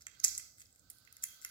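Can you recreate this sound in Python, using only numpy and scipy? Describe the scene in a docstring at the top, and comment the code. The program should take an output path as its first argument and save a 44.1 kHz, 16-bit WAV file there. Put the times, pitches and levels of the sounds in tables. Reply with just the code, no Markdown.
"""A steady hiss is heard first, over a wavering low rumble and a faint far rush: all are shaped noise.
Almost at once fingers tear the skin and crack the shell of a boiled egg close to a pair of microphone ports.
Each snap is a millisecond burst ringing the shell flake and the egg, under a bright noise edge.
Tiny crackles are clicked resonators, tears are dense grit, a knock and a squeak are sines.
A quiet hard-walled kitchen answers with echoes that thicken into decaying noise."""
import sys
import numpy as np
from scipy import signal
from scipy.fft import rfft, irfft
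from scipy.io import wavfile

SR = 44100
rng = np.random.default_rng(int(sys.argv[2]) if len(sys.argv) > 2 else 0)


def boost(x):
    """Linear amplitude factor 10**(x/20) for a level x in decibels (scalar or array-like)."""
    u = np.asarray(x, float) / 20
    return 10 ** u


def digitize_waveform(pressure):
    """Quantize a signal to 16-bit integers and store it at the path in sys.argv[1].

    Rows of a 2-D input are taken as channels; values are limited to [-1, 1].
    """
    field = np.atleast_2d(pressure).T
    bounded = np.clip(field, -1, 1)
    quanta = np.round(bounded * 32767).astype(np.int16)
    wavfile.write(sys.argv[1], SR, quanta)


N = 66150

# Spectrum of the hiss. Each row: frequency in Hz, relative density in dB per Hz.
HISS_SPECTRUM = [(180, -31), (300, -14), (384, -3), (621, 0), (1000, -15), (1470, -3.5), (1620, -17.5),
                 (2080, -20.5), (2750, -26), (3350, -17), (3760, -19), (4160, -11), (4670, -6.5),
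                 (5690, -11.5), (7790, 3), (10300, -33), (15600, -1.5)]
HISS_DB = -70.5  # rms
# Spectrum of the rumble. Each row: frequency in Hz, relative density in dB per Hz.
RUMBLE_SPECTRUM = [(18, -41), (30, -21), (54, -4.5), (75, 0), (111, -4.5), (225, -13.5), (299, -11),
                   (333, -18), (400, -20), (520, -50), (880, -120)]
# Wavering of the rumble. Each row: time in seconds, level in dB.
RUMBLE_LEVEL = [(0.0, -77), (0.354, -68), (0.484, -75.5), (0.692, -72.5), (0.776, -81), (0.818, -69.5),
                (1.086, -77), (1.336, -74), (1.382, -79), (1.5, -72)]
# Correlation of the background at the two ports. Each row: frequency in Hz, left-right likeness (1 is equal).
BACKGROUND_LIKENESS = [(60, 0.97), (240, 0.56), (950, 0.2), (3770, 0.04), (15000, -1.2)]
# Balance of the background. Each row: frequency in Hz, left over right in dB.
BACKGROUND_BALANCE = [(60, -6.5), (380, -1), (2380, -8.5), (15000, -7)]

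# Swell of the far rush. Each row: time in seconds, level in dB before the resonance gains.
RUSH_LEVEL = [(0.0, -89), (0.278, -74.5), (0.454, -79), (0.604, -104), (0.876, -84), (1.06, -81),
              (1.248, -79), (1.5, -75)]
# Broad resonances of the rush. Each row: frequency in Hz, width in Hz, gain in dB.
RUSH_RESONANCES = [(1327, 160, -3), (1530, 80, 0), (4590, 1600, 6.5)]
RUSH_PAN_DB = -12.5  # left over right

# Tears of the skin under the shell. Each row: start in seconds, length in seconds, level in dB.
SKIN_TEARS = [(.005, 0.021, -63.5), (0.191, 0.0099, -58.5), (0.231, 0.011, -46), (0.571, 0.052, -60),
              (0.729, .08, -75), (0.903, 0.0075, -55.5), (1.217, 0.025, -51), (1.407, 0.053, -57)]
TEAR_GRAINS_PER_S, TEAR_LOW_HZ, TEAR_HIGH_HZ = 1600, 4200, 15100
PORT_LIKENESS = .6  # correlation of the grit at the two ports

# Snaps of the shell. Each row: time in seconds, flake peak in dB, flake pitch in Hz, egg ring in dB re
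# the flake peak, touched egg pitch in Hz, bright edge in dB re the flake peak, left over right in dB.
SHELL_SNAPS = [(0.0092, -48.5, 7330, -9, 1440, -5, -5.5), (0.0205, -45, 6800, -17.5, 1510, -13, -9.5),
               (0.068, -32.5, 7460, -4, 2230, -10.5, -10.5), (0.1514, -57, 4070, -3, 3060, 1.5, 2),
               (0.198, -42.5, 5800, -26, 2570, -8, 8), (0.201, -36, 6370, -21.5, 2330, -9.5, -15.5),
               (0.2342, -45.5, 6300, -11, 2520, 2, -12), (0.2381, -40.5, 6100, -17, 2500, -5, -26),
               (0.2416, -17, 6345, -25.5, 2630, -5, -14), (0.2447, -21.5, 6960, -28, 2380, 4, -3.9),
               (0.2464, -13.5, 6830, -22, 2260, -11.5, 5.5), (0.2473, -11, 7340, -21.5, 2410, -17, -10.5),
               (0.2485, -21, 7950, -24.5, 2200, -0.5, 11.5), (0.251, -26.5, 7800, -22, 2160, -2.5, -18.5),
               (0.2598, -35.5, 6200, -20.5, 2600, -4.5, -9.5), (0.2813, -19.5, 7040, -24.5, 2550, -30, -6),
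               (0.3505, -31.5, 6500, -19.4, 2560, -4, -3), (0.3787, -21.5, 7820, -25.5, 2600, -6.5, -2.1),
               (0.3801, -30.5, 7470, -12, 2500, -3.5, -1), (0.384, -32.5, 6860, -33, 2300, 4.5, -3),
               (0.3979, -39.5, 7500, -6.5, 2500, -6.5, -12.5), (0.5837, -47, 7700, -8, 2150, -7, -2.5),
               (0.5986, -44.5, 7730, -17, 2580, -12.6, -4.5), (0.6053, -43.5, 7950, -11, 2490, -11, -6),
               (0.6172, -43.5, 7130, -10, 2560, -18, -8), (0.7274, -55.5, 7750, -25.5, 2480, -13.0, -7),
               (0.7505, -64.5, 7380, -12, 2360, 7, 6), (0.76, -52, 7600, -13, 2250, -6, -4.5),
               (0.795, -51, 7600, -29.0, 2040, -11, -11), (0.9008, -42.5, 7170, -18, 2850, 7.5, -6),
               (0.9029, -51.5, 7170, -11.5, 3200, 11.5, -15.5), (0.9039, -62, 7060, -24, 3000, -9, -8.5),
               (0.9123, -58, 7760, -19.5, 1540, -2, -24), (0.9852, -60, 4400, -23, 1880, 12, -6),
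               (1.0509, -53.5, 6850, -12, 1556, 0, 6.5), (1.0751, -61, 5310, 10, 2700, -1, -13),
               (1.1267, -47.5, 6270, -16.7, 1620, 8.5, 1.5), (1.168, -40.5, 6870, -13.5, 2180, 1.5, -3.5),
               (1.2251, -39, 7100, -33, 3000, -6, -4), (1.2325, -41, 7800, -17, 2440, -19, -11),
               (1.2358, -26.5, 7220, -17, 2700, -5, 6.5), (1.2389, -30, 7380, -28.5, 2630, -6.0, 14),
               (1.2392, -24, 6900, -14.5, 2720, 4, -8.6), (1.2412, -35, 7170, -23, 2480, 8.5, 4),
               (1.4163, -44, 6900, -24, 2400, -1, 2), (1.4225, -51, 7100, -11.4, 2470, -5, 17),
               (1.4265, -53, 7500, -20, 2100, 4, -1.6), (1.4293, -49, 7400, -29, 1870, -18, 12),
               (1.4403, -53, 7500, -1, 2660, -18, -0.0), (1.4486, -28, 6890, -6, 1600, 2, -3.6),
               (1.4616, -52, 6640, -13, 1600, -3, 17), (1.4906, -48.5, 6850, -14, 2020, 6, -2)]
# Partials of a shell flake. 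Each row: ratio to its pitch, relative level in dB.
FLAKE_PARTIALS = [(1.0, 5.5), (0.845, -11), (1.02, -5.5), (0.88, -3.5)]
# Modes of the egg. Each row: frequency in Hz, relative level in dB, 60 dB decay time in seconds.
EGG_MODES = [(1450, -2, .02), (1750, -5, .012), (2070, 5, .03), (2300, 0, .015), (2560, -1, .016),
             (3200, 2, .025)]
FLAKE_T60_S, EDGE_T60_S, RISE_S = .0045, .007, .00025
TRAIL_DB, TRAIL_T60_S = -16, .017  # grit trailing the click
EGG_FALL_DB_PER_OCTAVE, EGG_SCATTER_DB = 12, 2.5  # modes far from the touched pitch are rung less
EDGE_HZ, EDGE_DULL_HZ, EDGE_RING_HZ, EDGE_RING_DB = 9300, 12000, 10200, -22

# Strength of the tiny crackles. Each row: time in seconds, least level in dB.
CRACKLE_LEVEL = [(0, -59), (.1, -66), (.23, -57), (.3, -50), (.45, -83), (.6, -54), (.75, -69), (.95, -67),
                 (1.2, -68), (1.3, -59), (1.43, -62), (1.5, -74)]
CRACKLES_PER_S, CRACKLE_SPREAD_DB, CRACKLE_PAN_DB = 30, 5, 4

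# Echoes of the kitchen. Each row: frequency in Hz, relative level in dB, 60 dB decay time in seconds.
ROOM_DECAY = [(487, -3.5, 1), (1300, -5, 0.4), (2500, -8, 0.43), (3500, 2.5, 0.46), (4630, -4, 0.66),
              (7500, -11, 0.43), (9120, -11, 0.4), (10260, -7, 0.29), (12000, -6, 0.368), (14000, -8, 0.78),
              (16000, -11.5, 0.13)]
FIRST_ECHO_S, SPARSE_ECHOES_PER_S, ECHOES_THICKEN_S = .009, 900, .06

# The thumb knocks the egg at the big crack.
# The one row: start in seconds, frequency in Hz, level in dB, 60 dB decay time in seconds.
THUMB_KNOCK = (.243, 850, -53, .028)
# Glide of a wet finger on the white. Each row: time in seconds, pitch in Hz, level in dB.
FINGER_SQUEAK = [(1.26, 3150, -95), (1.27, 3200, -66), (1.30, 3330, -66), (1.31, 3080, -72),
                 (1.335, 3180, -66), (1.345, 3330, -70), (1.39, 3450, -80)]

RIGHT_LAG_S = .00023
TOP_CUT_HZ = 17000


def rms_one(x):
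    """Normalization of power: scale to unit rms."""
    return x / np.sqrt(np.mean(x ** 2) + 1e-20)


def peak_one(x):
    """Normalization of amplitude: scale to unit peak."""
    return x / np.abs(x).max()


def in_time(rows):
    """Linear interpolation of a (time, value) table at every sample."""
    s, value = np.transpose(rows)
    return np.interp(np.arange(N) / SR, s, value)


def at_hz(points, hz, axis=1):
    """Interpolation of a spectral table on a logarithmic frequency axis."""
    points = np.array(points)
    return np.interp(np.log(hz), np.log(points[:, 0] + 1), points[:, axis])


def pan(db):
    """Level difference between ports: left is raised and right lowered by half of it."""
    return boost(np.array([[db / 2], [-db / 2]]))


def pair(noise, alike):
    """Partial correlation: two channels from a shared and a differing noise."""
    alike = np.clip(alike, 0, 1)
    shared = np.sqrt((1 + alike) / 2) * noise[0]
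    return shared + np.sqrt((1 - alike) / 2) * noise[1] * [[1], [-1]]


def ring(x, hz, t60):
    """Damped resonance: a unit click sets a decaying sine of height 1 ringing."""
    radius, angle = boost(-60 / (t60 * SR)), 2 * np.pi * hz / SR
    poles = [1, -2 * radius * np.cos(angle), radius * radius]
    return signal.lfilter([0, np.sin(angle)], poles, x + 1e-18)


def cut(x, hz, kind, order=4):
    """Butterworth high- or low-pass filtering; the order sets the slope."""
    return signal.sosfilt(signal.butter(order, hz, kind, fs=SR, output="sos"), x)


def bands(low, count):
    """Third-octave analysis: band centres in Hz with their band-pass filters."""
    edges = low * 2 ** (np.arange(count + 1) / 3)
    return [(np.sqrt(a * b), signal.butter(2, [a, b], "band", fs=SR, output="sos"))
            for a, b in zip(edges, edges[1:])]


def background(spectrum, low, count):
    """Spectral shaping of partly correlated noise, band by band, to unit rms."""
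    white, out = rng.standard_normal((2, 2, N + SR)), 0
    for k, (hz, sos) in enumerate(bands(low, count)):
        band = signal.sosfilt(sos, white[k % 2])[:, SR:]  # the filters settle for a second
        stereo = pair(band, at_hz(BACKGROUND_LIKENESS, hz))
        out = out + boost(at_hz(spectrum, hz)) * pan(at_hz(BACKGROUND_BALANCE, hz)) * stereo
    return rms_one(out)


def hiss():
    """Stationary noise: a fixed spectrum at a fixed level."""
    return boost(HISS_DB) * background(HISS_SPECTRUM, low=311.5, count=18)


def rumble():
    """Amplitude modulation of low-frequency noise by a slow level curve."""
    return boost(in_time(RUMBLE_LEVEL)) * background(RUMBLE_SPECTRUM, low=30.7, count=10)


def rush():
    """Resonant filtering of noise, perhaps water in a pipe: each resonance acts twice."""
    out = 0
    for hz, width, db in RUSH_RESONANCES:
        t60 = np.log(1000) / (np.pi * width)
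        once = ring(rng.standard_normal((2, N)), hz, t60)
        out = out + boost(db) * rms_one(ring(once, hz, t60))
    return out * boost(in_time(RUSH_LEVEL)) * pan(RUSH_PAN_DB)


def tears():
    """A dense random train of tiny ruptures, band-limited, that swells and quickly stops."""
    t, level = np.arange(N) / SR, 0
    for s, length, db in SKIN_TEARS:
        swell = np.sqrt(np.clip((t - s) / length, 0, 1))
        stop = np.clip(1 - (t - s - length) / 0.0046, 0, 1)
        level = level + boost(db) * swell * stop
    grit = rng.standard_normal((2, N)) * (rng.random(N) < TEAR_GRAINS_PER_S / SR)
    grit = cut(pair(grit, PORT_LIKENESS), TEAR_LOW_HZ, "high")
    return level * rms_one(cut(grit, TEAR_HIGH_HZ, "low", order=2))


def flake_ring(hz, click, grit, t):
    """Forced resonance: a click modulated to each partial, with grit, rings the shell flake."""
    out = 0
    for ratio, db in FLAKE_PARTIALS:
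        tuned = click * np.cos(2 * np.pi * hz * ratio * t) / (RISE_S * SR)
        out = out + boost(db) * ring(tuned + grit, hz * ratio, FLAKE_T60_S)
    return cut(cut(out, 0.66 * hz, "high", order=6), 8400, "low", order=6)


def egg_ring(touched_hz, tick):
    """Modal excitation: the egg rings most in the modes near the touched pitch."""
    out = 0
    for (hz, db, t60), own_db in zip(EGG_MODES, rng.normal(0, EGG_SCATTER_DB, len(EGG_MODES))):
        fall_db = EGG_FALL_DB_PER_OCTAVE * abs(np.log2(hz / touched_hz))
        out = out + boost(db + own_db - fall_db) * ring(tick, hz, t60)
    return cut(cut(out, 1436, "high", order=6), 2600, "low")


def bright_edge(noise, t):
    """Two-stage decay of high-passed noise, which also excites one short high resonance."""
    decay = boost(-60 * t / EDGE_T60_S) + boost(TRAIL_DB - 60 * t / TRAIL_T60_S)
    edge = cut(pair(noise, PORT_LIKENESS) * decay, EDGE_HZ, "high", order=6)
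    dulled = cut(edge, EDGE_DULL_HZ, "low", order=1)
    return dulled + boost(EDGE_RING_DB) * ring(edge, EDGE_RING_HZ, 0.0016)


def snap(hz, egg_db, egg_hz, edge_db, pan_db, size=2500):
    """Impulsive fracture: flake, egg and edge respond together, a little differently at each port."""
    t = np.arange(size) / SR
    noise = rng.standard_normal((3, 2, size))
    trail = boost(TRAIL_DB - 60 * t / TRAIL_T60_S)
    grit = pair(noise[0], PORT_LIKENESS) * trail / np.sqrt(RISE_S * SR)
    click = np.exp(-(t / RISE_S) ** 2) * (1 + .5 * pair(noise[1], PORT_LIKENESS))
    mix = peak_one(flake_ring(hz, click, grit, t))
    mix = mix + boost(egg_db) * peak_one(egg_ring(egg_hz, (t == 0) + grit))
    mix = mix + boost(edge_db) * peak_one(bright_edge(noise[2], t))
    return mix * pan(pan_db)


def snaps():
    """Superposition of the single fractures, each begun half a millisecond before its listed time."""
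    out = np.zeros((2, N + SR))
    for s, db, *colour in SHELL_SNAPS:
        one, i = boost(db) * snap(*colour), int((s - .0005) * SR)
        out[:, i:i + one.shape[1]] += one
    return out[:, :N]


def crackles():
    """A random point process: sparse clicks of scattered size, dealt to 14 damped resonators."""
    scatter_db = CRACKLE_SPREAD_DB * np.minimum(rng.exponential(1, N), 3)
    sizes = boost(in_time(CRACKLE_LEVEL) + scatter_db) * rng.choice([-1, 1], N)
    born = rng.random(N) < CRACKLES_PER_S / SR
    dealt = rng.integers(0, 14, N)
    fine = 0
    for k, hz in enumerate(np.geomspace(4800, 13000, 14)):
        fine = fine + ring(sizes * born * (dealt == k), hz, 20.3 / hz)
    return cut(fine, 4000, "high") * pan(CRACKLE_PAN_DB)


def kitchen(x):
    """Reverberation by convolution: sparse echoes thicken to noise, dying band by band in each channel."""
    t = np.arange(SR) / SR
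    share = np.clip(SPARSE_ECHOES_PER_S / SR * np.exp(t / ECHOES_THICKEN_S), 0, 1)
    present = rng.random((2, SR)) < share
    white = rng.standard_normal((2, 2, SR)) * present / np.sqrt(share)
    echo = 0
    for k, (hz, sos) in enumerate(bands(401.4, count=17)):
        t60 = at_hz(ROOM_DECAY, hz, axis=2)
        decay = boost(at_hz(ROOM_DECAY, hz) - 60 * t / t60)
        energy = t60 * SR / (6 * np.log(10))  # a long decay gets no more energy than a short one
        echo = echo + signal.sosfilt(sos, white[k % 2]) * decay / np.sqrt(energy)
    echo = echo * np.clip(t / FIRST_ECHO_S, 0, 1) ** 2
    return signal.fftconvolve(x, echo, axes=1)[:, :N]


def knock():
    """Damped free vibration: one soft, quickly decaying sine under the thumb."""
    s, hz, db, t60 = THUMB_KNOCK
    age = np.maximum(np.arange(N) / SR - s, 0)
    attack = np.minimum(age / 0.0015, 1)
    return boost(db - 60 * age / t60) * attack * np.sin(2 * np.pi * hz * age)


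def squeak():
    """Frequency modulation: a faint gliding sine whose amplitude flutters at random."""
    t = np.arange(N) / SR
    at, pitch, level_db = np.transpose(FINGER_SQUEAK)
    flutter = 1 + .4 * rms_one(cut(rng.standard_normal(N), 60, "low", order=2))
    level = boost(np.interp(t, at, level_db, left=-150, right=-150))
    phase = 2 * np.pi * np.cumsum(np.interp(t, at, pitch)) / SR
    return level * flutter * np.sin(phase)


def right_lag(x):
    """Interaural-style delay as a linear phase shift: the left port hears the egg first."""
    delay_s = np.array([[-RIGHT_LAG_S / 2], [RIGHT_LAG_S / 2]])
    return irfft(rfft(x) * np.exp(-2j * np.pi * np.fft.rfftfreq(N, 1 / SR) * delay_s), N)


def scene():
    """Superposition: direct egg sound and its echoes over rumble and hiss of house and microphones."""
    below = hiss() + rumble() + rush()
    egg = tears() + snaps() + crackles() + knock() + squeak()
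    return below + right_lag(egg) + kitchen(egg)


def low_pass(x):
    """Removes everything above the highest recorded frequency."""
    return signal.sosfilt(signal.butter(12, 16980, fs=SR, output="sos"), x)


def record(dry):
    """Band limitation: a steep low-pass removes the top of the mix."""
    top_cut = signal.cheby2(10, 60, TOP_CUT_HZ, fs=SR, output="sos")
    mix = signal.sosfilt(top_cut, dry)
    return low_pass(mix)


dry = scene()
out = record(dry)
digitize_waveform(out)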